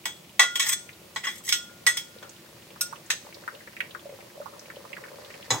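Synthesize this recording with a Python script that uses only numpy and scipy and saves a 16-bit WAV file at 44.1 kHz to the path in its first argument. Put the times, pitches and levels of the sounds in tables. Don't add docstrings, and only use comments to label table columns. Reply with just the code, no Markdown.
import sys
import numpy as np
from scipy import signal
from scipy.fft import rfft, irfft, next_fast_len
from scipy.io import wavfile
from scipy.ndimage import map_coordinates

SR = 44100
rng = np.random.default_rng(int(sys.argv[2]) if len(sys.argv) > 2 else 0)


def waveform_to_disk(signal):
    frames = np.transpose(np.atleast_2d(signal))
    scaled = np.clip(frames, -1, 1) * 32767
    samples = np.round(scaled).astype(np.int16)
    wavfile.write(sys.argv[1], SR, samples)


N = 246959
T = np.arange(SR) / SR


def amp(db):
    return 10 ** (np.asarray(db) / 20)


def unit(x, size=None):
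    return x / np.sqrt(np.mean(x[..., :size] ** 2) + 1e-20)


def fade(t60, hold=0):
    return np.exp(-np.log(1000) * np.maximum(T - hold, 0) / t60)


def along(points, hz):
    point_hz, value = np.transpose(points)
    return np.interp(np.log(hz + 1), np.log(point_hz + 1), value)


def colour(x, db_of_hz):
    size = x.shape[-1]
    m = 2 * next_fast_len(size)
    gain = amp(db_of_hz(np.fft.rfftfreq(m, 1 / SR)))
    cepstrum = irfft(np.log(gain + 1e-6))
    cepstrum[1:m // 2] *= 2
    cepstrum[m // 2 + 1:] = 0
    response = np.exp(rfft(cepstrum))
    return irfft(rfft(x, m) * response, m)[..., :size]


def bell(hz, centre, octaves):
    return np.exp(-.5 * (np.log2((hz + 1) / centre) / octaves) ** 2)


def pair(apart, size=SR):
    mid, side = rng.standard_normal((2, size))
    return unit(np.array([mid + apart * side, mid - apart * side]))


def add(track, s, sound):
    start = max(round(s * SR), 0)
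    part = sound[:, :max(N - start, 0)]
    track[:, start:start + part.shape[1]] += part


# pitch_hz, decay_s (for a 60 dB fall)
ROOM_DECAY = [(150, 0.082), (700, 0.2), (2500, 0.28), (8000, 0.38), (15000, 0.053)]


def in_room(x, wet_db):
    hz, t, z = signal.stft(rng.standard_normal((2, SR // 2)), SR, nperseg=256)
    decay = np.exp(-np.log(1000) * t / along(ROOM_DECAY, hz)[:, None])
    tail = signal.istft(z * decay, SR, nperseg=256)[1]
    tail *= 1 - np.exp(-(T[:tail.shape[1]] / 0.0015) ** 2)
    tail /= np.linalg.norm(tail[0])
    return x + amp(wet_db) * signal.fftconvolve(x, tail, axes=1)[:, :x.shape[1]]


# (per Hz, relative)
AIR_TONE = [(15, -53), (25, -30.5), (102, -2.5), (170, -1), (200, 0), (284, -8), (342, 0.5), (425, -9.5),
            (587, -10), (905, -12.5), (1280, -14.5), (1430, -16.5), (2590, -12), (14600, -23), (15800, -18)]
# pitch_hz, likeness (1 = identical)
AIR_LIKENESS = [(60, 1), (180, 0.94), (550, 0.91), (1650, 0.089), (4970, 0.17), (15000, 1)]


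def kitchen(level_db=-50.5):
    def alike(hz):
        return np.clip(along(AIR_LIKENESS, hz), -.98, .98)

    mid, side = rng.standard_normal((2, N))
    mid = colour(mid, lambda hz: along(AIR_TONE, hz) + 10 * np.log10(1 + alike(hz)))
    side = colour(side, lambda hz: along(AIR_TONE, hz) + 10 * np.log10(1 - alike(hz)))
    return amp(level_db) * unit(np.array([mid + side, mid - side]))


def grains(per_s, spread_db, spectrum):
    sizes = amp(spread_db * np.clip(rng.standard_normal(N), -2, 2))
    happens = rng.random(N) < per_s / SR
    pops = happens * sizes * np.sign(pair(apart=0.45, size=N))
    return unit(in_room(colour(pops, lambda hz: along(spectrum, hz)), wet_db=-3))


# time_s, burble_db, crackle_db
FRYING_LEVELS = [(0, -66.5, -63), (1.7, -63, -53), (2.9, -62, -50), (3.4, -57, -45.5), (3.9, -58.5, -52),
                 (4.5, -55, -50), (5, -51, -47), (5.6, -55, -39)]


def frying(burble_trim_db=3.5, crackle_trim_db=-9.5):
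    times, burble_db, crackle_db = np.transpose(FRYING_LEVELS)
    now = np.arange(N) / SR
    # pitch_hz, level_db
    burble = grains(per_s=110, spread_db=5, spectrum=[
        (200, -49.5), (420, 0.0), (570, 7.0), (750, -12), (1100, -3.5), (3000, -55.0)])
    crackle = grains(per_s=220, spread_db=1.5, spectrum=[
        (500, -11.5), (1200, -4.0), (2000, -1.0), (3000, -14.0), (4500, -4.0), (12000, -24)])
    burble_gain = amp(np.interp(now, times, burble_db + burble_trim_db))
    crackle_gain = amp(np.interp(now, times, crackle_db + crackle_trim_db))
    return burble_gain * burble + crackle_gain * crackle


def ring(modes, port_turn=0.28, twin=0.62, split=3, pressed_t60=0.054):
    out = np.zeros((2, SR))
    for hz, db, t60 in modes:
        phase = rng.uniform(0, 2 * np.pi, 2)
        turn = port_turn * rng.standard_normal((2, 1))
        strength = amp(db + 2 * rng.standard_normal((2, 1)))
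        twin_hz = hz + split / t60 * rng.standard_normal()
        size = min(SR, int((t60 + .05) * SR))
        t = T[:size]
        wave = np.exp(1j * (2 * np.pi * hz * t + phase[0]))
        wave = wave + twin * np.exp(1j * (2 * np.pi * twin_hz * t + phase[1]))
        decay = np.exp(-np.log(1000) * t / t60) + np.exp(-np.log(1000) * t / pressed_t60)
        out[:, :size] += strength * decay * (wave * np.exp(1j * turn)).real
    swell = 1 - np.exp(-T / .002)
    return unit(out * swell, size=SR // 50)


# (per Hz, relative)
CLASH_TONE = [(200, -22), (520, -9), (720, -14), (900, -7), (2100, -2), (2850, -3), (3400, 1.5),
              (4650, -5.5), (5200, 3.5), (5750, -4.5), (6400, 8.5), (7300, -4), (8100, 4.5), (9000, -11.5),
              (15500, -17.5)]


def clash(chatter, t60, buzz=0.21):
    attack = 1 - np.exp(-T / 0.00036)
    force = (fade(t60, chatter) + buzz * fade(0.017, chatter)) * attack
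    knots = np.arange(0, SR // 2, 110)
    ripple_db = 3.5 * np.clip(rng.standard_normal(len(knots)), -2, 1.5)
    noise = pair(apart=0.77) * force
    body = colour(noise, lambda hz: along(CLASH_TONE, hz) + np.interp(hz, knots, ripple_db))
    return unit(body, size=SR // 50)


def hardness(hz, body_db, edge_db, sheen_db):
    sheen = sheen_db + 0.46 * edge_db - 0.064 * body_db
    return along([(100, -10.5), (450, body_db - 2.5), (900, body_db), (2000, 1 + 0.1 * body_db),
                  (3600, 1), (7000, sheen), (12000, edge_db)], hz)


def strike(tones, body_db, edge_db, sheen_db, favoured_hz, chatter, t60):
    def tone(hz):
        return hardness(hz, body_db, edge_db, sheen_db) + 9 * bell(hz, favoured_hz, octaves=0.061)

    blow = colour(clash(chatter, t60) + tones, tone)
    return in_room(unit(blow, size=SR // 50), wet_db=-13.5)


PLATE_MODES = list(zip( [862, 1100, 1443, 1775, 1936, 1982, 2030, 2222, 3313, 3402, 3555, 3992, 4410, 5240, 5345, 6297, 6650, 6900, 7865, 7998, 12200],
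               [-14, -6.5, -19, -13, -2.5, -10.5, -10.5, -4.5, -3, -11, -30, -12, -31, -29, -1.5, -4, -28, -16, -1, -8, -17],
               [0.15, 0.064, 0.28, 0.22, 0.18, 0.35, 0.076, 0.15, 0.38, 0.55, 0.34, 0.12, 0.065, 0.27, 0.18, 0.32, 0.22, 0.35, 0.21, 0.2, 0.12]))
STEEL_MODES = list(zip( [1421, 1434, 2645, 2880, 3336, 3760, 4250, 5045, 5390, 5755, 5905, 6412, 6912, 7725, 8199, 8330, 9640, 10220, 11500, 13558],
               [-12, -4, -3, -55, -11, -6.5, -1.5, -3, 4, -4, 0.5, 3.5, -6, -6, 3.5, -3, -11.5, -7, -16, -14.5],
               [1.77, 0.39, 0.091, 0.165, 0.4, 0.17, 0.12, 0.075, 0.17, .2, 0.12, 0.11, 0.33, 0.33, 0.15, 0.1, 0.12, 0.15, 0.23, 0.33]))
# start_s, level_db, body_db, edge_db, favoured_hz,
# plate_ring_db (before a trim in blows()), steel_ring_db
PLATE_KNOCKS = [ (0.0543, -27, 8, 4.5, 3340, 0.5, -17), (0.394, -12, 8, -3, 2000, 2.5, -4),
                (.428, -24, 9.5, -5, 2060, -6, -2.5), (0.5554, -23.5, -0.5, 2.5, 3180, 0.5, -8),
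                (.595, -22.5, -13, 1, 3210, 6, -18), (1.16, -28, 6.5, -7.5, 990, 2.5, -24),
                (1.269, -30, 2, -12, 1530, 10, -15), (1.489, -24, -8.5, 6, 2280, -6, -11),
                (1.5231, -18.5, -10.5, 0, 3160, -2.5, 0.5), (1.8648, -14.5, 4, 3.5, 1940, 1, -3.5),
                (1.9697, -27, -2.5, 5.5, 3260, 0, -2)]
# start_s, level_db, body_db, edge_db, favoured_hz, steel_ring_db
PAN_KNOCKS = [(2.2263, -42.5, 20, -8, 1400, -10), (2.809, -22.5, -13.5, 12.5, 1414, 9.5),
              (3.102, -21, -4.5, -4, 1800, -11.5)]


def blows(usual_db=-21, held_t60=1.2, rebound=0.72, pan_t60=0.29):
    out = np.zeros((2, N))
    for s, db, body_db, edge_db, favoured_hz, plate_db, steel_db in PLATE_KNOCKS:
        ring_t60 = held_t60 * amp(rebound * (db - usual_db))
        tones = amp(plate_db - 4.5) * ring(PLATE_MODES) + amp(steel_db) * ring(STEEL_MODES)
        blow = strike(tones * fade(ring_t60), body_db, edge_db, sheen_db=-6.5,
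                      favoured_hz=favoured_hz, chatter=0.0034, t60=.14)
        add(out, s, amp(db) * blow)
    for s, db, body_db, edge_db, favoured_hz, steel_db in PAN_KNOCKS:
        tones = amp(steel_db) * ring(STEEL_MODES) * fade(pan_t60)
        blow = strike(tones, body_db, edge_db, sheen_db=-7,
                      favoured_hz=favoured_hz, chatter=0.0056, t60=0.13)
        add(out, s, amp(db) * blow)
    return out


def tick(centre_hz, octaves_above=0.55, octaves_below=0.66, depth_db=36, pan_spread_db=1.5):
    def tone(hz):
        width = np.where(hz > centre_hz, octaves_above, octaves_below)
        return depth_db * bell(hz, centre_hz, width)

    snap = pair(apart=0.76, size=SR // 6) * fade(0.057)[:SR // 6]
    panning = amp(pan_spread_db * rng.standard_normal() * np.array([[1], [-1]]))
    return unit(colour(snap, tone), size=SR // 150) * panning


# start_s, level_db (before a trim in ticks()), pitch_hz
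CLEAR_POPS = [(0.8908, -34.5, 2200), (2.2933, -39, 6850), (2.9258, -29.5, 1140), (3.3435, -38, 4570),
              (3.4776, -23, 1470), (3.6728, -36, 1830), (3.7663, -31.5, 2200), (3.8042, -17.5, 2160),
              (3.9484, -28.5, 1430), (4.4583, -32.5, 1050), (4.594, -37, 5800), (4.7012, -32, 1690),
              (4.9304, -29.5, 2320), (4.9667, -31, 1840), (5.038, -34, 1820)]
# time_s, level_db (before a trim)
SMALL_POP_LEVELS = [(0, -51.5), (2.5, -47), (3.3, -41.5), (4.3, -46), (5.6, -36.5)]


def ticks(count=64, usual_hz=2500, spread_octaves=0.75, spread_db=3):
    out = np.zeros((2, N))
    for s, db, centre_hz in CLEAR_POPS:
        add(out, s, amp(db - 6.0) * tick(centre_hz))
    times = (np.arange(count) + rng.random(count)) / count * N / SR
    chances = np.clip(rng.standard_normal((count, 2)), -2, 2)
    for s, (pitch, strength) in zip(times, chances):
        db = np.interp(s, *np.transpose(SMALL_POP_LEVELS)) + spread_db * strength
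        add(out, s, amp(db - 5.0) * tick(usual_hz * 2 ** (spread_octaves * pitch)))
    return in_room(out, wet_db=-12.0)


def loaded(modes):
    shift = [.03, 4] * rng.standard_normal((len(modes), 2))
    return [(hz * (1 + detune), db + change_db, t60)
            for (hz, db, t60), (detune, change_db) in zip(modes, shift)]


def scrape_tone(hz, body_db, edge_db):
    sheen = 0.42 * edge_db - 0.26 * body_db - 2.0
    return along([(100, -20), (900, body_db - 0.5), (1700, body_db + 8), (3600, -1),
                  (7000, sheen), (12000, edge_db + 16.5)], hz)


# time_s, level_db, body_db, edge_db
SCRAPE_STROKES = [
    [(0.6, -22.5, -9, -16), (0.628, -28.5, -10, -21), (0.684, -29, -3, -5), (0.696, -20, -13, -7),
     (0.71, -30, -7, -9), (0.728, -19, -11, -10), (0.745, -26, -12, -8)],
    [(1.23, -49, -3, -22), (1.244, -26, 0, -29), (1.264, -33.5, 1, -13), (1.27, -28.5, 6, -25),
     (1.306, -34.5, 1.5, -6), (1.346, -49, -5, -9), (1.368, -45.5, -16, 1), (1.39, -47, -16, -4)],
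    [(1.43, -53, -11, 6), (1.472, -34, -18, -7), (1.486, -30.5, -9, -8)],
]


def scrapes(build_up_s=.004, judder_db=4.0, tones_db=1.5, spot_s=.02):
    out = np.zeros((2, N))
    slips_per_s, judders_per_s = 1500, 130
    t = T[:round(2 * spot_s * SR)]
    for stroke in SCRAPE_STROKES:
        times, level, body, edge = np.transpose(stroke)
        for s in times[0] + spot_s * np.arange(-1, 8):
            now = s + t + build_up_s
            pressure = amp(np.interp(now, times, level, left=-120, right=-120))
            pressure = pressure * np.sin(np.pi * t / t[-1])
            judder = amp(judder_db * map_coordinates(rng.standard_normal(size=8), [t * judders_per_s]))
            happens = rng.random(len(t)) < slips_per_s / SR
            slips = unit(judder * happens * rng.standard_normal(len(t))) * pressure
            tones = ring(loaded(PLATE_MODES)) + amp(-6) * ring(loaded(STEEL_MODES))
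            spot = clash(chatter=0, t60=.055) + amp(tones_db) * tones * fade(0.19)
            flat, sharp = np.interp(now, times, body).mean(), np.interp(now, times, edge).mean()
            spot = colour(spot[:, :SR // 4], lambda hz: scrape_tone(hz, flat, sharp))
            spot = unit(spot) / np.sqrt(spot.shape[1])
            add(out, s, signal.fftconvolve(slips[None], spot, axes=1))
    return in_room(out, wet_db=-12)


# start_s, level_db (before a trim in bumps())
BUBBLES = [(2.163, -42), (4.056, -35), (4.093, -37), (4.125, -37), (4.377, -38), (4.402, -31.5),
           (4.769, -38)]


def bumps(usual_hz=554.6, pitch_spread=0.067):
    out = np.zeros((2, N))
    for s, db in BUBBLES:
        hz = usual_hz * (1 + pitch_spread * rng.standard_normal())
        attack = 1 - np.exp(-T / 0.00063)
        bump = np.sin(2 * np.pi * hz * T) * fade(0.064) * attack
        both_sides = unit(np.array([bump, bump])[:, :SR // 3], size=SR // 100)
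        add(out, s, in_room(amp(db - 4.0) * both_sides, wet_db=-4.5))
    return out


# (per Hz, relative)
THUD_TONE = [(30, -26), (80, -13), (125, 10.5), (190, -12), (300, 0.5), (600, -8), (900, 1.5), (1800, -13),
             (3000, -27)]


def counter(set_down_s=5.5046, clink_db=-21, thud_db=-31, rim_db=-25, rim_hz=3992):
    out = np.zeros((2, N))
    clink = strike(amp(-6.5) * ring(PLATE_MODES), body_db=14, edge_db=-24.5, sheen_db=11.5,
                   favoured_hz=6870, chatter=.0076, t60=0.15)
    thud = colour(pair(apart=.3) * fade(0.26, hold=0.042), lambda hz: along(THUD_TONE, hz))
    rim = colour(ring(PLATE_MODES), lambda hz: 28 * bell(hz, rim_hz, octaves=.06))
    landing = amp(clink_db) * clink
    landing = landing + amp(thud_db) * unit(thud, size=SR // 20)
    landing = landing + amp(rim_db) * unit(rim, size=SR // 50)
    add(out, set_down_s, landing)
    return out


# pitch_hz, lead_radians
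PORT_LEAD = [(100, -4.5), (800, 0.05), (1500, 1.3), (2000, 0.65), (3300, 1.17), (4200, 3), (5500, 2),
             (7000, 0.7), (9000, 0), (15000, -0.5)]
# pitch_hz, difference_db
PORT_BALANCE = [(200, -8), (700, 0.5), (1300, 5.5), (2000, -0.5), (3300, 0), (5300, -3.5), (7000, -1),
                (9000, 8.5), (15000, -4)]


def at_ports(x):
    m = next_fast_len(N + SR // 2)
    hz = np.fft.rfftfreq(m, 1 / SR)
    half = np.array([[.5], [-.5]])
    gain = amp(half * along(PORT_BALANCE, hz))
    gain /= np.sqrt(np.mean(gain ** 2, axis=0))
    turn = np.exp(1j * half * along(PORT_LEAD, hz))
    return irfft(rfft(x, m) * gain * turn, m)[:, :N]


def scene():
    spatula = at_ports(blows() + scrapes())
    onions = ticks() + bumps() + frying()
    return spatula + onions + counter() + kitchen()


def record(dry, top_hz=15900):
    m = next_fast_len(N + SR // 2)
    kept = np.fft.rfftfreq(m, 1 / SR) < top_hz
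    return irfft(rfft(dry, m) * kept, m)[:, :N]


dry = scene()
out = record(dry)
waveform_to_disk(out)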